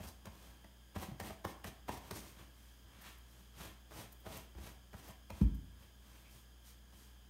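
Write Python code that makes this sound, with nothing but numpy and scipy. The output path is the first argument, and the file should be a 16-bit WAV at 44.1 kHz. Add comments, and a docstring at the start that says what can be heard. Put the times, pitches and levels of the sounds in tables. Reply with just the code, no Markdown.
"""Patting snow off jeans

Someone on one leg on a doormat at an open patio door pats and brushes snow off socks and jeans.
In each pat the fingertips land, the palm thuds on the leg and the hand slides off with a rasp.
The standing foot keeps its balance with soft bumps; once its heel thumps the floor.
A small tiled room rings after each blow, over a low mains hum and a faint hiss."""
import sys
import numpy as np
from scipy import signal
from scipy.fft import rfft, irfft
from scipy.io import wavfile

SR = 44100
rng = np.random.default_rng(int(sys.argv[2]) if len(sys.argv) > 2 else 0)


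def generate_wav(sig):
    """Save sig (samples, or channels by samples) to the path in sys.argv[1] as 16-bit PCM at SR."""
    pcm = np.round(np.clip(np.atleast_2d(sig).T, -1, 1) * 32767).astype(np.int16)
    wavfile.write(sys.argv[1], SR, pcm)


N = 321489
T = np.arange(N) / SR

# Hand blows on the leg. Each row: time in s, slap in dB, contact in s, air pocket pitch in Hz,
# fingertips in dB, thud in dB, time to full sliding speed in s, slide in dB. Levels are relative.
PATS = [(.006, -52, 0.0086, 655, -66, -45, 0.042, -59.5), (.271, -50.5, 0.0094, 1000, -51, -46, 0.19, -68),
        (.646, -50.5, 0.0034, 650, -82, -59.5, 0.025, -84), (.964, -41, 0.0063, 710, -59, -38, 0.069, -57),
        (1.029, -43, 0.0076, 835, -69, -58, .03, -69), (1.21, -44.5, 0.0057, 756, -41, -43.5, 0.062, -56.5),
        (1.307, -45, 0.0057, 800, -68, -50, 0.024, -66), (1.451, -33, 0.0034, 1120, -63, -40, 0.046, -59),
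        (1.651, -45, 0.0042, 620, -44.5, -45.5, 0.027, -55.5),
        (1.893, -37.5, 0.006, 920, -50, -43.5, 0.045, -56.5),
        (2.118, -45.5, 0.0043, 425, -41.5, -45.5, .052, -58),
        (3.92, -53, 0.0065, 430, -60, -64, 0.084, -57), (4.268, -45, 0.01, 780, -69, -47, 0.091, -57),
        (4.586, -59, 0.01, 440, -76, -53, 0.084, -60),
        (4.942, -50.5, 0.0063, 1320, -59, -47.5, 0.049, -64.5),
        (5.092, -55, 0.0082, 677, -59, -53, 0.017, -61), (5.305, -42, 0.004, 590, -77, -48, 0.077, -65.5),
        (5.416, -42.5, 0.0026, 450, -66, -61, 0.017, -65),
        (6.936, -62.5, 0.0079, 1120, -74, -57.5, 0.14, -79.5)]


def undb(db):
    """Decibels to gain."""
    return 10 ** (np.asarray(db) / 20)


def unit(x):
    """Scale to rms 1."""
    return x / np.sqrt(np.mean(x ** 2))


def convolve(x, response):
    """Apply an impulse response."""
    return signal.fftconvolve(x, response)[:N]


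def colour(x, points, size=8192):
    """Minimum-phase filter through (Hz, dB) points; keeps the power of white noise."""
    hz, db = np.transpose(points)
    bins_hz = np.maximum(np.fft.rfftfreq(size, 1 / SR), 1)
    gain = undb(np.interp(np.log(bins_hz), np.log(hz), db))
    cepstrum = irfft(np.log(gain))
    cepstrum[1:size // 2] *= 2
    cepstrum[size // 2 + 1:] = 0
    response = irfft(np.exp(rfft(cepstrum)))
    return convolve(x, response / np.linalg.norm(response))


def walk(rate_hz):
    """Random drift, spread near 1."""
    knots = rng.standard_normal(size=16384)
    return np.interp(T * rate_hz, np.arange(len(knots)), knots)


def grains(per_s, scatter_db=2.7):
    """Tiny fibre slips of uneven size, rms 1."""
    sizes = rng.standard_normal(N) * undb(scatter_db * rng.standard_normal(N))
    return unit(sizes * (rng.random(N) < per_s / SR))


def swell(t, peak_s, steep):
    """Envelope: starts at t = 0, reaches 1 at peak_s, dies away."""
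    u = np.maximum(t, 0) / peak_s
    return (u * np.exp(1 - u)) ** steep


def add(track, start_s, sound):
    """Mix a short sound into a track."""
    start = int(start_s * SR)
    part = sound[max(-start, 0):N - start]
    track[max(start, 0):max(start, 0) + len(part)] += part


def contacts(finger_s=0.0026, finger_hz=1820, foot_s=0.0042, foot_hz=343, tick_db=-12):
    """Fingertip, palm and foot contacts: time s, slap dB, contact s, air Hz, tick dB, thud tones."""
    # Thud tones of the leg. Each row: pitch in Hz, gain in dB.
    leg_tones = [(92, -2), (190, -1.5)]
    # The foot shifts its weight on the mat. Each row: time in s, thud in dB, pitch in Hz.
    foot_bumps = [(0.056, -50.5, 74), (1.086, -43, 191), (1.117, -44, 132), (1.139, -56, 143),
                  (1.678, -50.5, 157), (2.190, -51, 194), (2.849, -58.5, 94.5), (3.408, -57, 194),
                  (3.571, -57, 123), (3.675, -53.5, 90), (4.553, -46, 65.4), (4.586, -45, 68),
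                  (5.324, -48, 75), (6.35, -60.5, 132)]
    for at_s, slap_db, contact_s, air_hz, finger_db, thud_db, _, _ in PATS:
        lead_s = 1.45 * contact_s
        yield at_s - lead_s, finger_db - 2.5, finger_s, finger_hz, finger_db, []
        tones = [(hz, thud_db + gain_db) for hz, gain_db in leg_tones]
        yield at_s, slap_db, contact_s, air_hz, slap_db + tick_db, tones
    for at_s, thud_db, hz in foot_bumps:
        slap_db = thud_db - 11.5
        yield at_s, slap_db, foot_s, foot_hz, slap_db + tick_db, [(hz, thud_db)]


def pats(thud_rise_cycles=0.78):
    """Contacts squeeze out air with a hollow pop; snow and fibres tick; the leg or mat thuds."""
    # Spectra of the slap and the ticks. Each row: frequency in Hz, relative level in dB.
    slap_spectrum = [(100, -21.5), (220, -5), (380, 0.5), (490, -3), (660, -0.5), (850, -3), (1100, -6),
                     (1500, -9.5), (2300, -15.5), (4000, -23), (14000, -55)]
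    tick_spectrum = [(800, 9.5), (2000, 8.5), (4000, 2), (6500, 2), (7500, -2.5), (8800, 2.5), (10400, -4),
                     (12500, 0.5), (16000, -2)]
    slap, pop, tick_envelope, thud = np.zeros((4, N))
    t = T[:SR // 4]
    mid_s = t.mean()
    for at_s, slap_db, contact_s, air_hz, tick_db, tones in contacts():
        # Loose cloth yields first, so pressure builds ahead of the blow.
        pressure = np.exp(-np.abs((t - mid_s) / contact_s) ** 1.13)
        add(slap, at_s - mid_s, undb(slap_db) * pressure)
        add(tick_envelope, at_s - mid_s, undb(tick_db) * pressure)
        # The air pocket leaks through the weave: only a few cycles ring.
        period_s = 1 / air_hz
        pocket = swell(t, period_s, steep=0.84) * np.sin(2 * np.pi * air_hz * t)
        add(pop, at_s - period_s, undb(slap_db) * pocket)
        for hz, db in tones:
            tone = swell(t, thud_rise_cycles / hz, steep=1.03) * np.sin(2 * np.pi * hz * t)
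            add(thud, at_s - contact_s / 2, undb(db) * tone)
    slap_noise = colour(slap * rng.choice([-1, 1], N), slap_spectrum)
    ticks = colour(tick_envelope * grains(per_s=6800), tick_spectrum)
    return undb(-2) * slap_noise + undb(1) * pop + ticks + thud


def rubs():
    """Slides after pats, then free strokes: peak s, rise s, fall s, rasp dB, rumble dB, fibre dB."""
    # Rubs without a blow. Each row: time of full speed in s, half length in s,
    # relative rasp level in dB, rumble and fibre hiss in dB over the rasp.
    free_strokes = [(0.084, 0.018, -68.5, 12, 13.5), (1.977, 0.0099, -61.5, 7, 4),
                    (2.075, 0.067, -64.5, 2.5, -1), (2.174, 0.035, -63, -7, 9.5),
                    (2.271, 0.068, -64.5, 0, 2.5), (2.403, 0.052, -64.5, 1.5, -2),
                    (2.656, 0.16, -75, -5, 3.5), (2.967, 0.094, -68, 0, -5), (3.069, 0.061, -58, -5, -3),
                    (3.363, .13, -73, 1.5, 2.5), (3.63, 0.062, -56, 1.5, -1.5), (5.06, 0.042, -63, 0.5, 0),
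                    (5.835, .05, -71, 2.5, 0), (6.15, 0.13, -70, 0.5, 1), (6.35, 0.071, -73, 2, 8),
                    (6.685, 0.042, -68.5, -17, 6), (7.006, 0.079, -72, -11, 5.5)]
    for at_s, *_, slide_s, db in PATS:
        yield at_s + slide_s, 0.86 * slide_s, 0.5 * slide_s, db, db + 4.5, db + 1
    for at_s, half_s, db, rumble_db, fibre_db in free_strokes:
        yield at_s, half_s, half_s, db, db + rumble_db, db + fibre_db


def strokes(gain_db=-1, catch_db=1.0, catch_hz=170):
    """Hand and denim catch and slip over cloth; pressure adds a low rumble."""
    # Spectra of the friction. Each row: frequency in Hz, relative level in dB.
    rasp_spectrum = [(200, -8), (600, -8), (1200, 1.5), (2200, -1), (3500, -2.5), (5500, -14.5),
                     (9000, -16.5), (16000, -36)]
    rumble_spectrum = [(35, -12.5), (70, 3.5), (200, 0.5), (340, -3), (490, -4.5), (680, -5), (1100, -8.5),
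                       (2200, -32.5), (8000, -62)]
    fibre_spectrum = [(1500, -29), (4000, -2), (6300, 0.5), (7500, -3), (8800, 0), (10400, -4),
                      (12500, 0.5), (16000, -7)]
    power = np.zeros((3, N))
    for peak_s, rise_s, fall_s, *levels_db in rubs():
        t = np.arange(-2 * rise_s, 4 * fall_s, 1 / SR)
        speed = np.where(t < 0, np.exp(-(t / rise_s) ** 2), 1 / np.cosh(np.pi / 2 * t / fall_s))
        for track, db in zip(power, levels_db):
            add(track, peak_s - 2 * rise_s, (undb(db) * speed) ** 2)
    rasp, rumble, fibre = np.sqrt(power) * undb(gain_db + catch_db * walk(catch_hz))
    return (colour(rasp * grains(per_s=7000), rasp_spectrum)
            + colour(rumble * grains(per_s=6000), rumble_spectrum)
            + colour(fibre * grains(per_s=22000), fibre_spectrum))


def heel(at_s=5.406, gain_db=-2.5, settle_s=0.066, settle_db=-19):
    """A padded heel drops on the mat, then the sole settles; the floor booms, falling in pitch."""
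    # Floor waves, deepest last. Each row: pitch in Hz, relative peak in dB, time to peak in s.
    floor_waves = [(280, -29, 0.00817), (189, -22, 0.01194), (128, -29.5, 0.0184), (89, -25, 0.0221),
                   (59.8, -21.5, 0.041)]

    def boom(t):
        return sum(undb(db) * swell(t, peak_s, steep=4) * np.cos(2 * np.pi * hz * (t - peak_s))
                   for hz, db, peak_s in floor_waves)
    return undb(gain_db) * (boom(T - at_s) + undb(settle_db) * boom(T - at_s - settle_s))


def denim_ribs(spread_hz=700):
    """Uneven ribs slide over each other and sing faintly; pitch rises with sliding speed."""
    # Leg shifts. Each row: centre in s, half length in s, pitch in Hz, glide in octaves/s, level in dB.
    shifts = [(3.064, .05, 1884, 2.1, -66), (6.265, 0.03, 2390, 1.2, -69)]
    song = np.zeros(N)
    for at_s, half_s, hz, octaves_per_s, db in shifts:
        t = np.clip(T - at_s, -3 * half_s, 3 * half_s)
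        phase = 2 * np.pi * np.cumsum(hz * 2 ** (octaves_per_s * t)) / SR
        rough_tone = walk(spread_hz) * np.sin(phase) + walk(spread_hz) * np.cos(phase)
        song += undb(db) * np.exp(-(t / half_s) ** 2) * rough_tone
    return song


def rustles(half_s=0.0065):
    """Folds of cloth crease with a fine, bright crackle."""
    # Creases. Each row: time in s, level in dB.
    creases = [(1.024, -50), (3.022, -57), (3.184, -63), (4.127, -55), (4.206, -61), (4.374, -51),
               (5.085, -57), (5.55, -61), (5.8, -68)]
    # Crackle spectrum. Each row: frequency in Hz, relative level in dB.
    spectrum = [(4000, -19), (8000, -16), (10500, -13), (13000, -7), (16000, -9)]
    envelope = sum(undb(db) * np.exp(-((T - at_s) / half_s) ** 2) for at_s, db in creases)
    return colour(envelope * grains(per_s=7400), spectrum)


def room(x, wet_db=-6, low_t60_s=0.54, high_t60_s=0.34, split_hz=2200, first_echo_s=0.0036):
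    """Direct sound, standing waves and a diffuse tail whose treble dies first."""
    # Modes of the room and its tiled corner. Each row: frequency in Hz, gain in dB, T60 in s.
    room_modes = [(53.8, 3.5, 0.5), (86.5, 0.5, 0.99), (132.4, 3.5, 0.59), (162.7, -1.5, 0.69),
                  (181.2, -3.5, 0.55), (204.5, 1.5, 0.56), (218.8, 4, 0.26), (256, 3, .65),
                  (278.5, 2, 0.76), (308, -25, 1), (324, -2, 0.89)]
    corner_modes = [(344, -12, 0.29), (408.6, -1, 0.3), (635, -7, .35), (655, 2, 0.28), (739, -5, 0.21),
                    (1035, -5, 0.19), (1107, -9, 0.45), (1220, -6, 0.23), (1270, -11, .3), (1390, -4, 0.31)]
    # Spectrum of the wall reflections. Each row: frequency in Hz, relative level in dB.
    wall_spectrum = [(90, -28.5), (200, -10.5), (340, 1), (500, -5), (700, -2), (1150, -1), (1600, -0.5),
                     (2500, 3.5), (6000, 0), (16000, -3)]
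    t = T[:SR]
    noise = rng.standard_normal(SR)
    low = signal.sosfilt(signal.butter(2, split_hz, fs=SR, output="sos"), noise)
    tail = low * undb(-60 * t / low_t60_s) + (noise - low) * undb(-60 * t / high_t60_s)
    tail *= np.clip(t / first_echo_s - 1, 0, 1)
    diffuse = colour(convolve(x, tail / np.linalg.norm(tail)), wall_spectrum)
    standing = np.zeros(SR)
    for hz, db, t60_s in room_modes + corner_modes:
        damping = np.log(1000) / t60_s
        standing += undb(db) * 2 * damping / SR * np.exp(-damping * t) * np.sin(2 * np.pi * hz * t)
    return x + undb(wet_db) * diffuse + convolve(x, standing)


def background(air_db=-66.5, waver_db=0.1, hum_drift_rad=0.17, whine_drift_rad=0.86):
    """Wavering mains hum, thin unsteady electrical whine, narrow bands of hiss and room air."""
    # Hum and whine tones. Each row: frequency in Hz, rms level in dB.
    hum_tones = [(59.4, -60.5), (119.6, -74), (200, -78)]
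    whine_tones = [(1700, -85), (3163, -83)]
    # Hiss bands. Each row: centre in Hz, width in Hz, rms level in dB.
    hiss_bands = [(1622, 51, -81), (3160, 260, -75.5), (3420, 140, -82), (4950, 290, -79), (6590, 380, -81)]
    # Room air spectrum. Each row: frequency in Hz, relative level in dB.
    air_spectrum = [(20, 15), (42, 8.5), (58, 21.5), (85, 7.5), (135, 4.5), (200, 11), (300, 6), (500, 1),
                    (1200, -1.5), (2400, -7.5), (4500, -18.5), (9000, -9.5), (10400, -10.5), (14000, -10)]
    hum, whine, hiss = np.zeros((3, N))
    for hz, db in hum_tones:
        amplitude = np.sqrt(2) * undb(db - waver_db * walk(rate_hz=4.2))
        hum += amplitude * np.sin(2 * np.pi * hz * T + hum_drift_rad * walk(rate_hz=3.3))
    for hz, db in whine_tones:
        whine += np.sqrt(2) * undb(db) * np.sin(2 * np.pi * hz * T + whine_drift_rad * walk(rate_hz=60))
    for hz, width_hz, db in hiss_bands:
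        band = signal.iirpeak(hz, hz / width_hz, fs=SR)
        hiss += undb(db) * unit(signal.lfilter(*band, rng.standard_normal(N)))
    air = undb(air_db) * colour(rng.standard_normal(N), air_spectrum)
    return hum + whine + hiss + air


def scene():
    """Pats, cloth and heel in the room, over the background; mono."""
    person = pats() + strokes() + denim_ribs() + rustles() + heel()
    return (room(person) + background())[None]


def record(dry, low_hz=43, top_hz=15750):
    """Cut the deepest bass and the top treble."""
    highpass = signal.butter(5, low_hz, "highpass", fs=SR, output="sos")
    lowpass = signal.ellip(12, 0.2, 70, top_hz, fs=SR, output="sos")
    return signal.sosfilt(lowpass, signal.sosfilt(highpass, dry))


dry = scene()
out = record(dry)
generate_wav(out)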